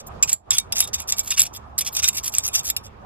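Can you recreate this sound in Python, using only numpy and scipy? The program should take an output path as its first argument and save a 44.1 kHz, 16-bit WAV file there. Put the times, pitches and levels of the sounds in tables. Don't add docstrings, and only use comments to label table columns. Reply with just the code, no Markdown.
import sys
import numpy as np
from scipy import signal
from scipy.fft import rfft, irfft, next_fast_len
from scipy.io import wavfile

SR = 44100
rng = np.random.default_rng(int(sys.argv[2]) if len(sys.argv) > 2 else 0)


def elevation(decibels):
    levels = np.asarray(decibels, float)
    return 10 ** (levels / 20)


def dump_mix(stems):
    frames = np.atleast_2d(stems).T
    limited = np.clip(frames, -1, 1)
    pcm = np.round(limited * 32767).astype(np.int16)
    wavfile.write(sys.argv[1], SR, pcm)


N = 134505


def in_hz(rows, hz, column=1):
    rows = np.array(rows)
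    return np.interp(np.log(hz), np.log(rows[:, 0]), rows[:, column])


def rms_one(x):
    return x / np.sqrt(np.mean(x ** 2) + 1e-20)


def drift(rate_hz):
    settle = 20000
    pole = np.exp(-2 * np.pi * rate_hz / SR)
    slow = signal.lfilter([1], [1, -2 * pole, pole ** 2], rng.standard_normal(N + settle))
    return rms_one(slow[settle:])


def ring(x, hz, t60_s):
    radius = elevation(-60 / (t60_s * SR))
    angle = 2 * np.pi * hz / SR
    return signal.lfilter([0, np.sin(angle)], [1, -2 * radius * np.cos(angle), radius ** 2], x + 1e-18)


def bodies(damping):
    # hz [Hz], level_db [dB], t60_s [s]
    modes = [(2291, -32.5, 0.27), (2498, -25, 0.17), (2796, -20, 0.062), (3430, -20, 0.071),
             (3707, -21, 0.14), (5140, -16.5, 0.077), (6600, -32.5, 0.034), (7310, -4.5, 0.078),
             (7474, -10.5, 0.016), (8067, -5, 0.02), (10250, -4, 0.017), (10600, -56, 0.0067),
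             (12700, -9.5, 0.024), (13600, -9.5, 0.02)]
    # hz [Hz], density_db [dB per Hz]
    crust = [(710, -55.5), (1200, -5), (3510, -36.5), (6300, 16), (7100, -6), (8910, -7.5), (10500, -10),
             (14400, -9), (16000, -42)]
    crust_db, crust_cycles = -6, 30.8
    hz = np.geomspace(950, 14500, 26)
    crust_gain = elevation(crust_db + in_hz(crust, hz)) * hz / 8000
    crust_rows = np.c_[hz, crust_gain, crust_cycles / hz]
    mode_rows = [(f, elevation(db), t60_s * damping) for f, db, t60_s in modes]
    return np.array(mode_rows + list(crust_rows))


def grit(per_s):
    spread_db = 1.8
    sizes = elevation(spread_db * np.minimum(rng.exponential(1, N), 4)) * rng.choice([-1, 1], N)
    return rms_one(sizes * (rng.random(N) < per_s / SR))


def struck(rows, shapes, lean_db, clicks, colour_db):
    wander_db, wander_s = 7.0, .014
    low_edge_hz, high_edge_hz = 2530, 14480
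    colour = elevation(colour_db * rng.standard_normal((len(shapes), len(rows))) + lean_db)
    power = rows[:, 1] ** 2 * rows[:, 2]
    colour /= np.sqrt(colour ** 2 @ power / power.sum())[:, None]
    out = 0
    steps = np.arange(N) / SR / wander_s
    for strength, (hz, gain, t60_s) in zip(colour.T @ shapes, rows):
        points = np.minimum(rng.standard_normal(400), .8)
        wander = elevation(wander_db * np.interp(steps, np.arange(400), points))
        uneven_clicks = clicks * (1 + 1.303 * rng.standard_normal(N))
        out = out + ring(gain * strength * wander * uneven_clicks, hz, t60_s)
    out = signal.sosfilt(signal.butter(2, low_edge_hz, "high", fs=SR, output="sos"), out)
    return signal.sosfilt(signal.cheby1(8, 1, high_edge_hz, fs=SR, output="sos"), out)


def scrape():
    # start_s [s], length_s [s], level_db [dB], peak_share [0-1 of length], bright_db [dB per octave]
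    strokes_before = [(-.03, 0.05, -38.5, 0.04, -33), (0.064, 0.024, -49.5, 0.4, 4.5),
                      (0.265, 0.043, -31, 0.72, -7.5), (0.31, 0.017, -31.5, 0.67, -7.5),
                      (0.513, 0.08, -31, 0, -10), (0.58, 0.017, -52, 0, 4), (0.746, 0.045, -29.5, 0.96, -9),
                      (0.795, 0.065, -30, 0, -4.5), (0.863, 0.04, -48, 0.2, -4),
                      (0.93, 0.039, -31.5, 0.37, -10), (0.972, 0.075, -41, 0.26, -13),
                      (1.072, 0.038, -31, 0.82, -1.5), (1.111, 0.04, -35.5, 0.23, -11.5),
                      (1.16, 0.059, -33, 0.44, -4.5), (1.223, 0.078, -39.5, 1, 0.5),
                      (1.301, 0.054, -32, 0.18, -9), (1.36, 0.056, -26, 0.83, -14),
                      (1.424, 0.016, -25.5, 0.26, 3.5), (1.442, 0.039, -42.5, 0.3, -8),
                      (1.528, 0.053, -41, 0.7, -4)]
    strokes_after = [(1.844, 0.051, -32.5, 0.74, -6), (1.919, 0.052, -39.5, 0.46, 8),
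                     (1.964, 0.048, -27.5, 0.04, -16.5), (2.02, 0.076, -29.5, 0, -8),
                     (2.069, 0.026, -24.5, 0.95, -5), (2.125, 0.087, -34, 0.48, -4),
                     (2.227, 0.074, -31.5, 0.4, 0.5), (2.315, 0.046, -36.5, 0.94, 1),
                     (2.353, 0.047, -32.5, 0.78, -8), (2.375, 0.22, -48.5, 0.16, -26),
                     (2.425, 0.055, -35.5, 0.5, -1), (2.528, 0.089, -25.5, 0.4, -5),
                     (2.627, 0.062, -35, 0.8, 3), (2.684, 0.023, -30, 0.1, -4),
                     (2.827, 0.057, -48.5, 0.68, -12)]
    scrape_db, swell_power = -16, 0.87
    grit_per_s, judder_db, judder_hz = 7000, 3.2, 90
    strokes = np.transpose(strokes_before + strokes_after)[:, :, None]
    start_s, length_s, level_db, peak_share, bright_db = strokes
    progress = (np.arange(N) / SR - start_s) / length_s
    peak_share = np.clip(peak_share, .05, .95)
    swell = np.clip(np.minimum(progress / peak_share, (1 - progress) / (1 - peak_share)), 0, 1)
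    shapes = elevation(level_db + scrape_db) * np.sin(np.pi / 2 * swell) ** swell_power
    rows = bodies(damping=.3)
    octaves = np.maximum(np.log2(rows[:, 0] / 8000), -1.3)
    lean_db = np.clip(bright_db, -14, 14) * octaves
    clicks = grit(grit_per_s) * elevation(judder_db * drift(judder_hz))
    return struck(rows, shapes, lean_db, clicks, colour_db=3.0)


def knocks():
    # [dB, weight of low body]
    catches_before = [(0.2256, -4, 6980, 0.046, 10), (0.2929, -10.5, 7190, 0.041, 7),
                      (0.3286, -7, 7590, 0.03, -15), (0.5055, -4, 7420, 0.018, 12),
                      (0.5478, -21.5, 10750, 0.0097, -7), (0.5823, -5, 8440, 0.022, 4.5),
                      (0.5983, -21.5, 10400, 0.016, -6), (0.7223, -10.5, 8570, 0.031, 9),
                      (0.7761, -27.5, 7340, 0.02, -1), (0.7814, -13, 7300, 0.016, -2),
                      (0.7897, -15.5, 10500, 0.011, 12), (0.8032, -1, 8330, 0.018, 2),
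                      (0.813, -18.5, 10600, 0.02, 5), (0.8407, -23.5, 10560, 0.02, -1),
                      (0.874, -23.5, 10600, 0.018, 2), (0.9375, -27, 10800, 0.017, 11),
                      (0.942, -11.5, 7310, 0.029, 6), (1.0005, -15, 7400, 0.022, -11),
                      (1.0156, -32, 10200, 0.033, -6), (1.087, -23, 9900, 0.02, 25),
                      (1.1217, -4.5, 7300, 0.0089, -2), (1.1823, -15, 12050, 0.02, 7),
                      (1.1917, -6, 7430, 0.025, -3), (1.3048, -11, 7400, 0.019, 3.5),
                      (1.3823, -12, 10470, 0.027, 1.5), (1.3935, -5.5, 7700, 0.021, -6),
                      (1.4016, -7.5, 10400, 0.031, -2), (1.4166, -3, 10060, 0.011, 0),
                      (1.4348, -20, 12000, 0.028, 7)]
    catches_after = [(1.7793, -5.5, 7230, 0.02, -13), (1.7863, -11.5, 11340, 0.047, 3.0),
                     (1.8077, -14, 8550, 0.047, 7.5), (1.8738, -14, 7290, 0.02, -4),
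                     (1.95, -19, 7900, 0.02, 19), (1.9668, -11, 8040, 0.013, 1),
                     (2.032, -10, 7790, 0.027, 15), (2.0408, -8.5, 7800, 0.016, 18),
                     (2.0841, -7.5, 9540, 0.02, -10), (2.2448, -16.5, 8070, 0.02, -2),
                     (2.2715, -27, 12300, 0.01, -13), (2.2791, -13.5, 10100, 0.009, -18),
                     (2.3378, -15.5, 11850, 0.028, 4.5), (2.3478, -15.5, 7390, 0.026, 15),
                     (2.3825, -6.5, 7670, 0.01, -33), (2.464, -20.5, 12200, 0.028, -7),
                     (2.4775, -14, 10040, 0.0078, 5), (2.4847, -16.5, 10400, 0.016, 8),
                     (2.54, -18, 10500, 0.014, 4), (2.5506, -15.5, 12200, 0.032, -8),
                     (2.6989, -10.5, 12100, 0.03, 3.5), (2.7642, -12.5, 14200, 0.032, 11.5)]
    knock_db, rise_s, hold_s = -24.5, 0.00047, 0.002
    focus_db, focus_octaves, body_below_hz = 15, 0.092, 6300
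    catches = np.transpose(catches_before + catches_after)[:, :, None]
    start_s, peak_db, pitch_hz, t60_s, body_db = catches
    age_s = np.clip(np.arange(N) / SR - start_s, 0, .3)
    fall_db = 60 * np.maximum(age_s - hold_s, 0) / np.maximum(t60_s, .004)
    shapes = elevation(peak_db + knock_db - fall_db) * (1 - np.exp(-age_s / rise_s))
    rows = bodies(damping=.45)
    hz = rows[:, 0]
    lean_db = focus_db * np.exp(-(np.log2(hz / pitch_hz) / focus_octaves) ** 2)
    lean_db = lean_db + body_db / (1 + (hz / body_below_hz) ** 8)
    return struck(rows, shapes, lean_db, grit(24000), colour_db=2.0)


def yard(x):
    level_db, t60_s, delay_s, width, dull_hz = -23, 0.13, 0.002, .25, 5560
    age_s = np.arange(SR // 2) / SR - delay_s
    tail = rng.standard_normal((2, SR // 2)) * elevation(-60 * age_s / t60_s) * np.clip(age_s / delay_s, 0, 1)
    tail = tail[0] + width * tail[1] * [[1], [-1]]
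    tail = signal.lfilter(*signal.butter(1, dull_hz, fs=SR), tail)
    tail = tail / np.sqrt(np.sum(tail ** 2) / 2)
    return x + elevation(level_db) * signal.fftconvolve(x[None], tail, axes=1)[:, :N]


def ports(x):
    # hz [Hz], right_lead_rad [rad], left_minus_right_db [dB]
    port_rows = [(1000, .5, -1.5), (2400, 1.6, .5), (4200, 2.3, -1.5), (6100, 3.14, -.1), (7300, 2.7, -5.0),
                 (9300, 1.8, -.8), (11800, .1, 0.1), (15000, -.9, 0.1)]
    sway_rad, sway_hz, sway_below_hz = .36, 7, 5300
    hz = np.maximum(np.arange(N // 2 + 1) * SR / N, 1)
    half = np.exp(-.5j * in_hz(port_rows, hz)) * elevation(in_hz(port_rows, hz, column=2) / 2)
    pair = rfft(yard(x)) * np.array([half, 1 / half])
    low = 1 / (1 + (hz / sway_below_hz) ** 12)
    sway = np.exp(1j * sway_rad * drift(sway_hz) * [[1], [-1]])
    low_analytic = signal.hilbert(irfft(pair * low, N), next_fast_len(N))[:, :N]
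    return irfft(pair * (1 - low), N) + np.real(low_analytic * sway)


def traffic():
    # hz [Hz], density_db [dB per Hz]
    spectrum = [(15, -51), (25, -18), (49, -1), (146, -6.5), (172, -13), (250, -12.5), (978, -5),
                (1630, -22), (15000, -52.5)]
    # time_s [s], level_db [dB]
    level_rows = [(0, -47), (.12, -40.5), (0.329, -45), (0.369, -59.5), (.43, -61.5), (0.502, -46),
                  (0.599, -50), (.65, -46.5), (0.749, -44.5), (1.501, -47), (2.2, -46), (3.05, -46.5)]
    # hz [Hz], width_hz [Hz], level_db [dB]
    engines = [(72.6, 23.3, -52), (102.3, 46, -53.5), (217, 34, -60.5), (378.9, 16, -67.5)]
    # hz [Hz], correlation [-1 to 1]
    likeness = [(40, 0.52), (90, 0.67), (180, 1), (350, -0.26), (700, -0.19), (2000, -0.17), (15000, -0.37)]
    # hz [Hz], left_minus_right_db [dB]
    balance = [(60, -1), (180, -12), (550, -3), (1650, -2.5), (4970, 1.5), (15000, -2)]
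    patch_db, patch_hz = 2.65, 11
    out = 0
    edges_hz = 20 * 2 ** np.arange(0, 9.9, .5)
    white = rng.standard_normal((2, 2, N))
    for k, (low_hz, high_hz) in enumerate(zip(edges_hz, edges_hz[1:])):
        band = signal.butter(2, [low_hz, high_hz], "band", fs=SR, output="sos")
        mid, side = signal.sosfilt(band, white[k % 2])
        hz = np.sqrt(low_hz * high_hz)
        alike = np.clip(in_hz(likeness, hz), -1, 1)
        pan_db = in_hz(balance, hz) * np.array([[.5], [-.5]])
        gain = elevation(in_hz(spectrum, hz) + patch_db * drift(patch_hz) + pan_db)
        out = out + gain * (np.sqrt(1 + alike) * mid + np.sqrt(1 - alike) * side * [[1], [-1]])
    out = elevation(-45) * rms_one(out)
    for hz, width_hz, db in engines:
        t60_s = 2.4 / width_hz
        tone = rms_one(ring(ring(rng.standard_normal(N), hz, t60_s), hz, t60_s))
        out = out + elevation(db + np.array([[-1.8], [1.8]])) * tone
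    time_s, level_db = np.transpose(level_rows)
    return out * elevation(np.interp(np.arange(N) / SR, time_s, level_db) + 47.5)


def scene():
    return ports(scrape() + knocks()) + traffic()


def roll_off(x):
    return signal.sosfilt(signal.butter(12, 16480, fs=SR, output="sos"), x)


def record(dry):
    limit = 0.86
    rounded = limit * np.tanh(dry / limit)
    mix = signal.sosfilt(signal.cheby2(10, 60, 16500, fs=SR, output="sos"), rounded)
    return roll_off(mix)


dry = scene()
out = record(dry)
dump_mix(out)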